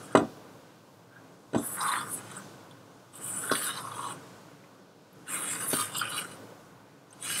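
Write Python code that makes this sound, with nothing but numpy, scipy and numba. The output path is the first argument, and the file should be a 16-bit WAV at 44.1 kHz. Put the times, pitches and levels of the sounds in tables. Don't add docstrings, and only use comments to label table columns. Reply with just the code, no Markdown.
import sys
import numpy as np
from scipy import signal
from scipy.fft import rfft, irfft
from scipy.io import wavfile
from scipy.ndimage import uniform_filter1d
from numba import njit

SR = 44100
rng = np.random.default_rng(int(sys.argv[2]) if len(sys.argv) > 2 else 0)


def wrap_up_sound(samples):
    columns = np.atleast_2d(samples).T
    tamed = np.clip(columns, -1, 1)
    steps = np.round(tamed * 32767).astype(np.int16)
    wavfile.write(sys.argv[1], SR, steps)


N = 326340
T = np.arange(N) / SR

# (time [s], hiss level [dB], hiss centre [Hz], scrape level [dB],
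# scrape centre [Hz], clang level [dB], clang centre [Hz], thin clang level [dB], thin clang centre [Hz],
# top level [dB], clang spread [ln of frequency ratio], scrape spread [ln of frequency ratio])
BLADE_STROKES = [
    [(0.0, -65, 8500, -54, 1320, -70, 3000, -80, 5980, -74.5, 0.15, 0.17),
     (0.06, -59, 8800, -58, 1170, -62, 3060, -75.5, 5780, -78, 0.12, 0.177),
     (0.104, -71, 8380, -51, 1450, -69, 3110, -72, 5770, -77, 0.195, 0.12),
     (0.135, -64, 8140, -46, 1445, -58, 3050, -65, 5980, -79.5, 0.2, 0.065)],
    [(1.1, -84, 7920, -70, 1510, -84.5, 2790, -80, 6140, -90.5, 0.2, 0.049),
     (1.164, -91, 8280, -51.5, 1532, -82, 2900, -94, 6110, -96, 0.19, 0.037),
     (1.22, -94, 8220, -66, 1500, -86, 2680, -90, 5890, -94, 0.2, 0.054)],
    [(1.58, -45, 8080, -34, 980, -49, 3910, -52, 6050, -72, 0.14, 0.16),
     (1.604, -48, 8950, -52.5, 1030, -57, 3590, -65, 6030, -71.5, 0.21, 0.3),
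     (1.652, -38, 9850, -52, 1410, -67, 3280, -58, 5990, -60, 0.135, 0.188),
     (1.732, -39.5, 9535, -54.5, 1200, -68, 3020, -72, 6090, -45, 0.126, 0.36),
     (1.8, -40.5, 9050, -34, 1025, -59, 4000, -68, 5250, -53.5, 0.15, 0.28),
     (1.81, -40, 9240, -29, 1104, -40, 4070, -42, 5300, -47, 0.102, 0.199),
     (1.86, -39.5, 8750, -34, 1146, -52, 3920, -63, 5240, -58, 0.13, 0.27),
     (1.894, -36.5, 9240, -33, 1215, -43, 3720, -46, 5160, -51, 0.3, 0.21),
     (1.912, -38.5, 9160, -28, 1250, -49, 3850, -58, 4960, -54, 0.19, 0.2),
     (2.02, -46, 8970, -41, 1240, -43.5, 3340, -58, 5200, -66, 0.066, 0.25),
     (2.052, -54, 8940, -43, 1295, -73, 3400, -66.5, 5840, -59.5, 0.11, 0.15),
     (2.136, -40, 9400, -52.5, 1190, -61, 3010, -57, 6330, -53.5, 0.28, 0.225),
     (2.188, -46, 9304, -52.5, 1220, -62, 2780, -62, 5850, -60, 0.22, 0.53),
     (2.224, -60, 8710, -57, 1180, -63, 2820, -67.5, 5790, -72.5, 0.21, 0.34),
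     (2.356, -53.5, 8550, -53, 1295, -56.5, 3440, -60, 5910, -71, 0.26, 0.22),
     (2.376, -47, 8170, -41.5, 1320, -69.5, 3170, -70.5, 5810, -61, 0.12, 0.12),
     (2.45, -78, 8580, -68, 1250, -69, 3070, -62, 5850, -81, 0.15, 0.196)],
    [(3.14, -55, 8960, -61, 1190, -63, 3060, -73, 5560, -74, 0.16, 0.13),
     (3.156, -53, 8840, -62.5, 1150, -62.5, 3030, -72, 5620, -63, 0.25, 0.135),
     (3.206, -48.5, 8800, -54.5, 1300, -64.5, 2680, -72, 6250, -69, 0.146, 0.3),
     (3.244, -39, 9400, -57.5, 1160, -55.5, 3000, -69, 5830, -53, 0.17, 0.23),
     (3.35, -39.5, 8450, -49, 1440, -59.5, 2780, -65, 6050, -57.5, 0.22, 0.14),
     (3.39, -38.5, 9000, -50, 1390, -57.5, 2910, -56, 5560, -54, 0.17, 0.134),
     (3.51, -41.5, 9120, -41, 1450, -54, 3500, -67.5, 4820, -57.5, 0.112, 0.1),
     (3.516, -35.5, 9550, -24.5, 1350, -35, 3670, -33, 5060, -48.5, 0.11, 0.098),
     (3.56, -37.5, 9420, -37.5, 1330, -41, 3540, -44.5, 5170, -45.5, 0.15, 0.079),
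     (3.598, -37, 9400, -44.5, 1530, -50, 3400, -51, 4900, -49, 0.2, 0.21),
     (3.674, -35.5, 9530, -37, 1280, -40.5, 3400, -48, 5400, -49.5, 0.18, 0.2),
     (3.726, -48, 9100, -44.5, 1530, -42, 3300, -57, 5400, -68, 0.11, 0.19),
     (3.788, -46.5, 9170, -42.5, 1110, -49, 3440, -48, 4680, -62.5, 0.22, 0.29),
     (3.812, -48.5, 9300, -39.5, 1150, -60, 3450, -57, 4760, -65.5, 0.17, 0.14),
     (3.888, -54, 9480, -47.5, 1132, -58.5, 3080, -63, 5680, -75, 0.31, 0.2),
     (4.052, -50.5, 8650, -38.5, 1090, -50.5, 3600, -57, 5120, -67, 0.29, 0.11),
     (4.118, -48, 8530, -43.5, 996, -52, 3300, -64.5, 5700, -67.5, 0.22, 0.29),
     (4.19, -74, 8280, -70.5, 1130, -73, 2920, -77, 5890, -78.5, 0.135, 0.13)],
    [(5.276, -58, 8600, -52, 1400, -58, 2990, -66.5, 6450, -74, 0.3, 0.19),
     (5.292, -41.5, 8400, -41, 1360, -47, 3000, -64, 5950, -56.5, 0.3, 0.172),
     (5.346, -33, 8600, -41.5, 1400, -44, 2500, -57, 6080, -43, 0.36, 0.22),
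     (5.406, -41, 9330, -43.5, 1367, -46, 3200, -62, 5840, -55, 0.3, 0.215),
     (5.506, -34.5, 8250, -44, 1630, -46, 3300, -53, 5670, -61, 0.38, 0.16),
     (5.55, -36.5, 8000, -43, 1440, -44, 2980, -49, 4630, -47, 0.45, 0.22),
     (5.582, -40, 8440, -49, 1460, -51, 2520, -58, 5010, -49, 0.44, 0.18),
     (5.628, -38, 9440, -40, 1290, -49.5, 3210, -52, 4860, -52.5, 0.25, 0.19),
     (5.696, -33.5, 9900, -48.5, 1436, -52.5, 3050, -54, 5520, -45.5, 0.27, 0.16),
     (5.744, -33, 9000, -39.5, 1330, -41, 3390, -41, 5070, -38, 0.23, 0.234),
     (5.814, -33.5, 9200, -36, 1250, -40.5, 3170, -44.5, 5600, -46, 0.19, 0.19),
     (5.874, -42.5, 9500, -45, 1420, -50, 2960, -58, 5700, -60.5, 0.18, 0.19),
     (5.916, -53, 8800, -54, 1196, -54, 3030, -62.5, 5200, -63, 0.18, 0.25),
     (5.968, -38, 8160, -39, 1135, -37.5, 3300, -50, 4600, -47, 0.17, 0.154),
     (5.986, -33, 8480, -50, 1300, -49.5, 3190, -40, 4610, -40, 0.2, 0.17),
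     (6.028, -50.5, 8900, -34.5, 1390, -39, 2860, -52, 4600, -66.5, 0.11, 0.132),
     (6.09, -44, 9350, -47, 1430, -46.5, 2950, -60, 5390, -69, 0.15, 0.13),
     (6.134, -43.5, 9300, -40, 1208, -39.5, 3360, -51, 4800, -62, 0.195, 0.16),
     (6.194, -37, 9260, -38, 1270, -41, 2870, -46.5, 5300, -54.5, 0.19, 0.131),
     (6.262, -54.5, 8400, -49, 1444, -61, 2800, -65, 5900, -67.5, 0.38, 0.083),
     (6.32, -52, 8950, -55.5, 1340, -55, 3100, -65.5, 5850, -66.5, 0.4, 0.26),
     (6.42, -80, 8050, -70, 1220, -86, 2990, -81, 5760, -82, 0.35, 0.19)],
    [(7.2, -64, 8830, -75, 1120, -65, 3420, -69, 6140, -81.5, 0.44, 0.25),
     (7.23, -44, 8970, -53, 1400, -46.5, 3300, -59, 6170, -66, 0.24, 0.31),
     (7.272, -38.5, 9070, -43.5, 1540, -41.5, 3090, -44.5, 5360, -52.5, 0.26, 0.34),
     (7.354, -36.5, 9000, -43, 1490, -37, 2960, -42.5, 5400, -45, 0.23, 0.19),
     (7.4, -37.5, 8400, -42, 1520, -41.5, 3140, -43, 5810, -43.5, 0.32, 0.16)],
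]
# (time [s], level [dB], pitch [Hz], clang [dB re level],
# clang centre [Hz], hiss [dB re level], hiss centre [Hz])
EDGE_CATCHES = [ (1.807, -38, 1052, -5.5, 4100, -11, 9000), (1.827, -23, 1160, -15, 5280, -16, 9000),
                (1.886, -23, 1164, -8, 4200, -12, 9000), (1.916, -24, 1060, -3.5, 4000, -10, 9000),
                (1.973, -24, 1140, -18, 3470, -22.5, 9000), (2.006, -37, 1250, -4.5, 4740, -15.5, 9000),
                (2.313, -41, 1360, -4, 3507, 3.5, 8850), (2.366, -39.5, 1378, -15.5, 3400, 8, 8430),
                (2.709, -54.5, 996, 7.5, 3400, 1, 8800), (3.153, -53, 1096, -18, 3000, 14, 9100),
                (3.435, -30, 1440, -26.5, 3200, -11, 9000), (3.494, -23, 1600, -19, 3480, -16, 8500),
                (3.552, -26, 1920, -4, 3490, 0.5, 9500), (3.628, -46, 1390, 8.5, 4760, -9.5, 9500),
                (3.773, -39, 1083, 7, 4120, -12.5, 9000), (3.870, -30.5, 1150, -23.5, 3200, -15, 9000),
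                (3.915, -30.5, 1180, -11.5, 3280, -17, 8900), (3.988, -29.5, 1078, -23.5, 3500, -21, 9000),
                (4.007, -31.5, 1100, -24, 3900, -5, 9000), (4.041, -29, 1140, -15, 3500, -14, 9000),
                (4.067, -30, 1040, -12, 4000, -16, 9000), (4.094, -32.5, 1030, -19, 3500, -14, 9000),
                (4.12, -46, 956, 0, 2540, 11, 8500), (4.638, -57, 1240, 6.5, 2200, -21, 9000),
                (5.128, -64, 1020, -21, 3500, 9, 12500), (5.278, -37.5, 1470, -11, 3760, -11, 8700),
                (5.372, -45, 1400, 5, 3800, -9.5, 8700), (5.51, -44, 1420, 12.5, 2180, -9.5, 8700),
                (5.55, -37, 1050, -1, 4820, -10, 9000), (5.79, -33, 1150, -10, 3370, -7, 9000),
                (5.948, -40.5, 1140, 5, 4660, 2, 8000), (5.967, -34, 1136, 2, 3000, 4, 8000),
                (5.992, -39, 1200, 12, 3080, -4.5, 8000), (6.013, -20, 1340, -14, 4500, -17, 9000),
                (6.052, -33, 1470, 5, 2620, 0, 9250), (6.178, -39.5, 1160, 10.5, 2730, -12.5, 9000),
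                (7.106, -59, 851, 8, 6460, -2, 11000), (7.127, -59, 1470, 5, 3000, 17.5, 8600),
                (7.225, -51, 1550, 7, 6200, 22.5, 8860)]
# (time [s], level [dB], thud centre [Hz], rocking duration [s],
# rocking force [dB re push], wall ring [dB re level], wall clang [dB re level])
FOOT_KNOCKS = [(0.1506, -10.5, 516, 0.022, -19, -2, -12), (.171, -13, 402, 0.095, -1.5, -10.5, -11.5),
               (1.532, -26.5, 350, 0.064, -5, -11, -15), (1.546, -19.5, 750, 0.029, -3, -5, -15),
               (1.555, -12, 310, 0.085, -10.5, -23, -28), (3.515, -21, 490, 0.073, -25, -2.5, -7.5),
               (5.731, -20.5, 450, 0.025, -34.5, -7.5, -5)]
# (frequency [Hz], bandwidth [Hz], level [dB])
WALL_MODES = [(910, 110, 3), (1038, 96, 1.5), (1144, 56, -0.5), (1260, 180, 4), (1435, 143, 4),
              (1530, 76, 2.5), (1740, 330, 4.5), (1850, 390, 7.5), (2106.6, 215, 8.5), (2500, 200, 6),
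              (2936, 128, 5), (3186, 88, 0.5), (3455, 88, 3), (3730, 130, 3), (4015.4, 110, 5),
              (4480, 340, -2.5), (4760, 80, -3), (5410, 500, -4), (5120, 220, -10), (5820, 71, -3),
              (6250, 92, 2), (6840, 230, -1), (7610, 300, -6), (8090, 170, -3), (8590, 190, -8),
              (8950, 940, -0.5), (9420, 150, -11), (9980, 182, -5), (10870, 1300, -5.5), (11630, 530, 0.5),
              (12080, 1800, -9), (13700, 700, -16.5), (13900, 800, -19), (14650, 800, -17),
              (15800, 700, -22)]
FAMILY_EDGES = [0, 2100, 4350, 7000, 12000, 16000]
SCRAPE, CLANG, THIN, HISS, TOP = ([mode for mode in WALL_MODES if low < mode[0] < high]
                                  for low, high in zip(FAMILY_EDGES, FAMILY_EDGES[1:]))
# (frequency [Hz], bandwidth [Hz], level [dB])
SLAP_MODES = [(479, 350, 0)]
# (frequency [Hz], bandwidth [Hz], level [dB])
WORKTOP_MODES = [(69, 27.6, -2), (124, 26, 4), (178, 30, 3.5), (238, 20, 8), (284.3, 23.7, 8),
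                 (340, 30, 3.5), (409, 21, -4), (498, 41, 3), (618, 22, -4.5), (680, 47, 4.5), (752, 35, 4),
                 (845, 35, -7), (936, 43, -1), (1127, 46, -4), (1265, 50, -4)]
# (frequency [Hz], relative spectral density [dB])
HUM_SPECTRUM = [(18, -71), (30, -18), (92, -22.5), (108, -2.5), (130, -6), (197, -5), (237, -13),
                (270, -4.5), (410, -12.5), (443, -8), (788, -15), (1110, -15), (1370, -19.5), (1500, -15.5),
                (1660, -23), (1920, -26), (6900, -30.5), (15500, -41)]


def spatula(land_s=.035, lift_s=.045, rasp_db=-3):
    rows = []
    lifted_db = np.array([0, 30, 0, 30, 0, 30, 0, 30, 0, 30, 0, 0])
    for stroke in BLADE_STROKES:
        first, last = np.array(stroke[0]) - lifted_db, np.array(stroke[-1]) - lifted_db
        rows += [[first[0] - land_s, *first[1:]], *stroke, [last[0] + lift_s, *last[1:]]]
    times, *columns = np.transpose(np.array(rows, float))
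    (hiss_db, hiss_hz, scrape_db, scrape_hz, clang_db, clang_hz, thin_db, thin_hz,
     top_db, clang_spread, scrape_spread) = (np.interp(T, times, column) for column in columns)
    fine = slips(7000., scatter_db=-1.5, patchy_db=0.55, patch_rate=66.)
    coarse = slips(1500., scatter_db=1.5, patchy_db=1., patch_rate=97.)
    hiss = rubbed(fine, HISS, hiss_hz, 0.14, wander_db=1.9, wander_rate=32., drift=0.012)
    hiss += undb(rasp_db) * rasp(hiss_hz)
    top = rubbed(fine, TOP, 13000., .6, wander_db=3.9, wander_rate=48., drift=0.0033)
    scrape = rubbed(coarse, SCRAPE, scrape_hz, scrape_spread, wander_db=1.8, wander_rate=30., drift=.019)
    clang = rubbed(coarse + 0.79 * fine, CLANG, clang_hz, clang_spread, wander_db=2., drift=0.017)
    thin = rubbed(coarse + 1.1 * fine, THIN, thin_hz, 0.79 * clang_spread, wander_db=2.7, drift=0.023)
    return (undb(hiss_db) * hiss + undb(top_db) * top + undb(scrape_db) * scrape
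            + undb(clang_db) * clang + undb(thin_db) * thin)


def slips(per_s, scatter_db, patchy_db, patch_rate):
    hit = rng.random(N) < per_s / SR
    size = undb(scatter_db * np.minimum(rng.exponential(size=N), 4.5)) * rng.standard_normal(N)
    return unit(hit * size * undb(patchy_db * walk(patch_rate)))


def rubbed(force, modes, centre_hz, spread, wander_db, drift, wander_rate=40.):
    out, spread = 0, np.maximum(spread, .04)
    for hz, width, db in modes:
        width = max(width, hz / 42)
        feed = undb(db + wander_db * walk(wander_rate)) * near(hz, centre_hz, spread)
        signs = rng.choice([-1., 1.], N)
        detuned_hz = hz * (1 + drift * walk(8.))
        out += ring(feed * force * signs, detuned_hz, width) / np.sqrt(width)
    return out / np.sqrt(uniform_filter1d(out ** 2, size=5000))


def rasp(hiss_hz, speck_db=4.5, cutoff_hz=7700):
    force = slips(2500., scatter_db=1., patchy_db=2.5, patch_rate=45.)
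    centre_hz, hold, specks = 1.06 * hiss_hz, SR // 45, 0
    for _ in range(5):
        crush = force * rng.standard_normal(N) * undb(3. * walk(20.))
        pitch_steps = np.clip(rng.standard_normal(N // hold + 1), -2, 2)
        speck_hz = centre_hz * np.exp(.1 * np.repeat(pitch_steps, hold)[:N])
        specks += ring(crush, speck_hz, width_hz=70.)
    friction = unit(resonate(force, centre_hz, width_hz=3300))
    return unit(highpass(friction + undb(speck_db) * unit(specks), cutoff_hz, order=8))


def catches(decay_s=0.0047):
    out, t = np.zeros(N), T[:SR // 12]
    for start_s, db, pitch_hz, clang_db, clang_hz, hiss_db, hiss_hz in EDGE_CATCHES:
        jolt = np.exp(-t / decay_s) * rng.standard_normal(len(t))
        tone = struck(jolt, SCRAPE, pitch_hz, spread=0.1)
        clang = struck(jolt, CLANG + THIN, clang_hz, spread=-db / 420)
        hiss = struck(jolt, HISS + TOP, hiss_hz, spread=0.038)
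        add(out, undb(db) * (tone + undb(clang_db) * clang + undb(hiss_db) * hiss), start_s)
    return out


def knocks(full_force_contact_s=0.00051, shiver_s=0.012):
    out, t = np.zeros(N), T[:SR // 2]
    for start_s, db, thud_hz, rock_s, rock_db, ring_db, clang_db in FOOT_KNOCKS:
        contact_s = full_force_contact_s * undb(-0.38 * db)
        push = np.sin(np.pi * np.clip(t / contact_s, 0, 1))
        rocking = np.clip(1 - t / rock_s, 0, 1) * np.clip(t / 0.015, 0, 1)
        chatter = undb(rock_db) * rocking * rng.standard_normal(len(t))
        thud = struck(push + 0.94 * chatter, WORKTOP_MODES, thud_hz, spread=1.)
        thud *= undb(-30 * np.clip(t / rock_s - .7, 0, None))
        slap = undb(10) * struck(push, SLAP_MODES)
        envelope = t / 0.00044 * np.exp(-t / 0.0012) + np.exp(-t / shiver_s)
        tick = envelope * rng.standard_normal(len(t)) + 0.35 * rocking ** 2 * chatter
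        low_ring = slap + struck(tick, SCRAPE)
        clang = (struck(tick, CLANG) + undb(-10.5) * struck(tick, THIN)
                 + undb(-5.5) * struck(tick, HISS, 5700., spread=0.29)
                 + undb(-32) * struck(chatter * rocking, TOP, 13000.))
        add(out, undb(db) * (thud + undb(ring_db) * low_ring + undb(clang_db) * clang), start_s)
    return out


def struck(force, modes, centre_hz=1000., spread=8.2):
    out = 0
    for k, (hz, width, db) in enumerate(modes):
        weight = (-1) ** k * undb(db) * near(hz, centre_hz, spread) / width
        out += weight * ring(force, np.full(len(force), float(hz)), width)
    return out / np.abs(out).max()


def kitchen(x, t60_s=0.21, reverb_db=-15.5, cutoff_hz=2160):
    t = T[:SR // 2]
    reflections = signal.lfilter(*signal.butter(1, cutoff_hz, fs=SR), rng.standard_normal(len(t)))
    tail = reflections * undb(-60 * t / t60_s) * (t > .004)
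    return x + undb(reverb_db) * signal.fftconvolve(x, tail / np.sqrt(np.sum(tail ** 2)))[:N]


def hum():
    hz = np.fft.rfftfreq(N, 1 / SR) + 1
    point_hz, point_db = np.transpose(HUM_SPECTRUM)
    spectrum = undb(np.interp(np.log(hz), np.log(point_hz), point_db)) * rfft(rng.standard_normal(N))
    out, swell_db = 0, 0.066 * walk(3.6)
    for octave in range(5, 15):
        band = irfft(spectrum * np.clip(1 - np.abs(np.log2(hz) - octave), 0, 1), N)
        out += band * undb(swell_db + .8 * walk(8.))
    return unit(out)


def suppressor_db(work, open_db=-45.5, shut_db=-58, start_db=-46.5, knee_db=-37.5, release_s=0.44):
    treble_db = 10 * np.log10(lag(highpass(work, 5940) ** 2, time_s=0.052) + 1e-12)
    wanted_db = open_db + 0.19 * np.minimum(treble_db - knee_db, 0)
    wanted_db[0] = start_db
    log_opening = np.log(np.maximum(wanted_db - shut_db, 1e-3))
    decay = T / release_s
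    held_db = shut_db + np.exp(np.maximum.accumulate(log_opening + decay) - decay)
    return start_db + lag(held_db - start_db, time_s=0.04)


def ring(x, hz, width_hz):
    return resonate(resonate(x, hz, 3.46 * width_hz), hz, float(width_hz))


@njit
def resonate(x, hz, width_hz):
    y, band_state, low_state = np.empty(len(x)), 0., 0.
    for i in range(len(x)):
        tuning, damping = np.tan(np.pi * hz[i] / SR), width_hz / hz[i]
        band = (band_state + tuning * (x[i] + 1e-18 - low_state)) / (1 + tuning * (tuning + damping))
        band_state = 2 * band - band_state
        low_state += 2 * tuning * band
        y[i] = damping * band
    return y


def near(hz, centre_hz, spread):
    return np.exp(-.5 * (np.log(centre_hz / hz) / spread) ** 2)


def walk(rate):
    hold = int(SR / rate)
    steps = np.repeat(rng.standard_normal(N // hold + 1), hold)
    return 2.11 * uniform_filter1d(uniform_filter1d(steps, hold), hold)[:N]


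def lag(x, time_s):
    keep = np.exp(-1 / (time_s * SR))
    return signal.lfilter([1 - keep], [1, -keep], x)


def highpass(x, hz, order=2):
    return signal.sosfilt(signal.butter(order, hz, "high", fs=SR, output="sos"), x)


def undb(db):
    return 10 ** (np.asarray(db) / 20)


def unit(x):
    return x / np.sqrt(np.mean(x ** 2))


def add(out, sound, start_s):
    i = int(start_s * SR)
    out[i:i + len(sound)] += sound[:N - i]


def scene():
    work = kitchen(spatula() + knocks() + catches())
    return (work + hum() * undb(suppressor_db(work)))[None]


def record(dry, bass_hz=70., top_hz=15700):
    return signal.sosfilt(signal.ellip(18, .2, 95, top_hz, fs=SR, output="sos"), highpass(dry, bass_hz))


dry = scene()
out = record(dry)
wrap_up_sound(out)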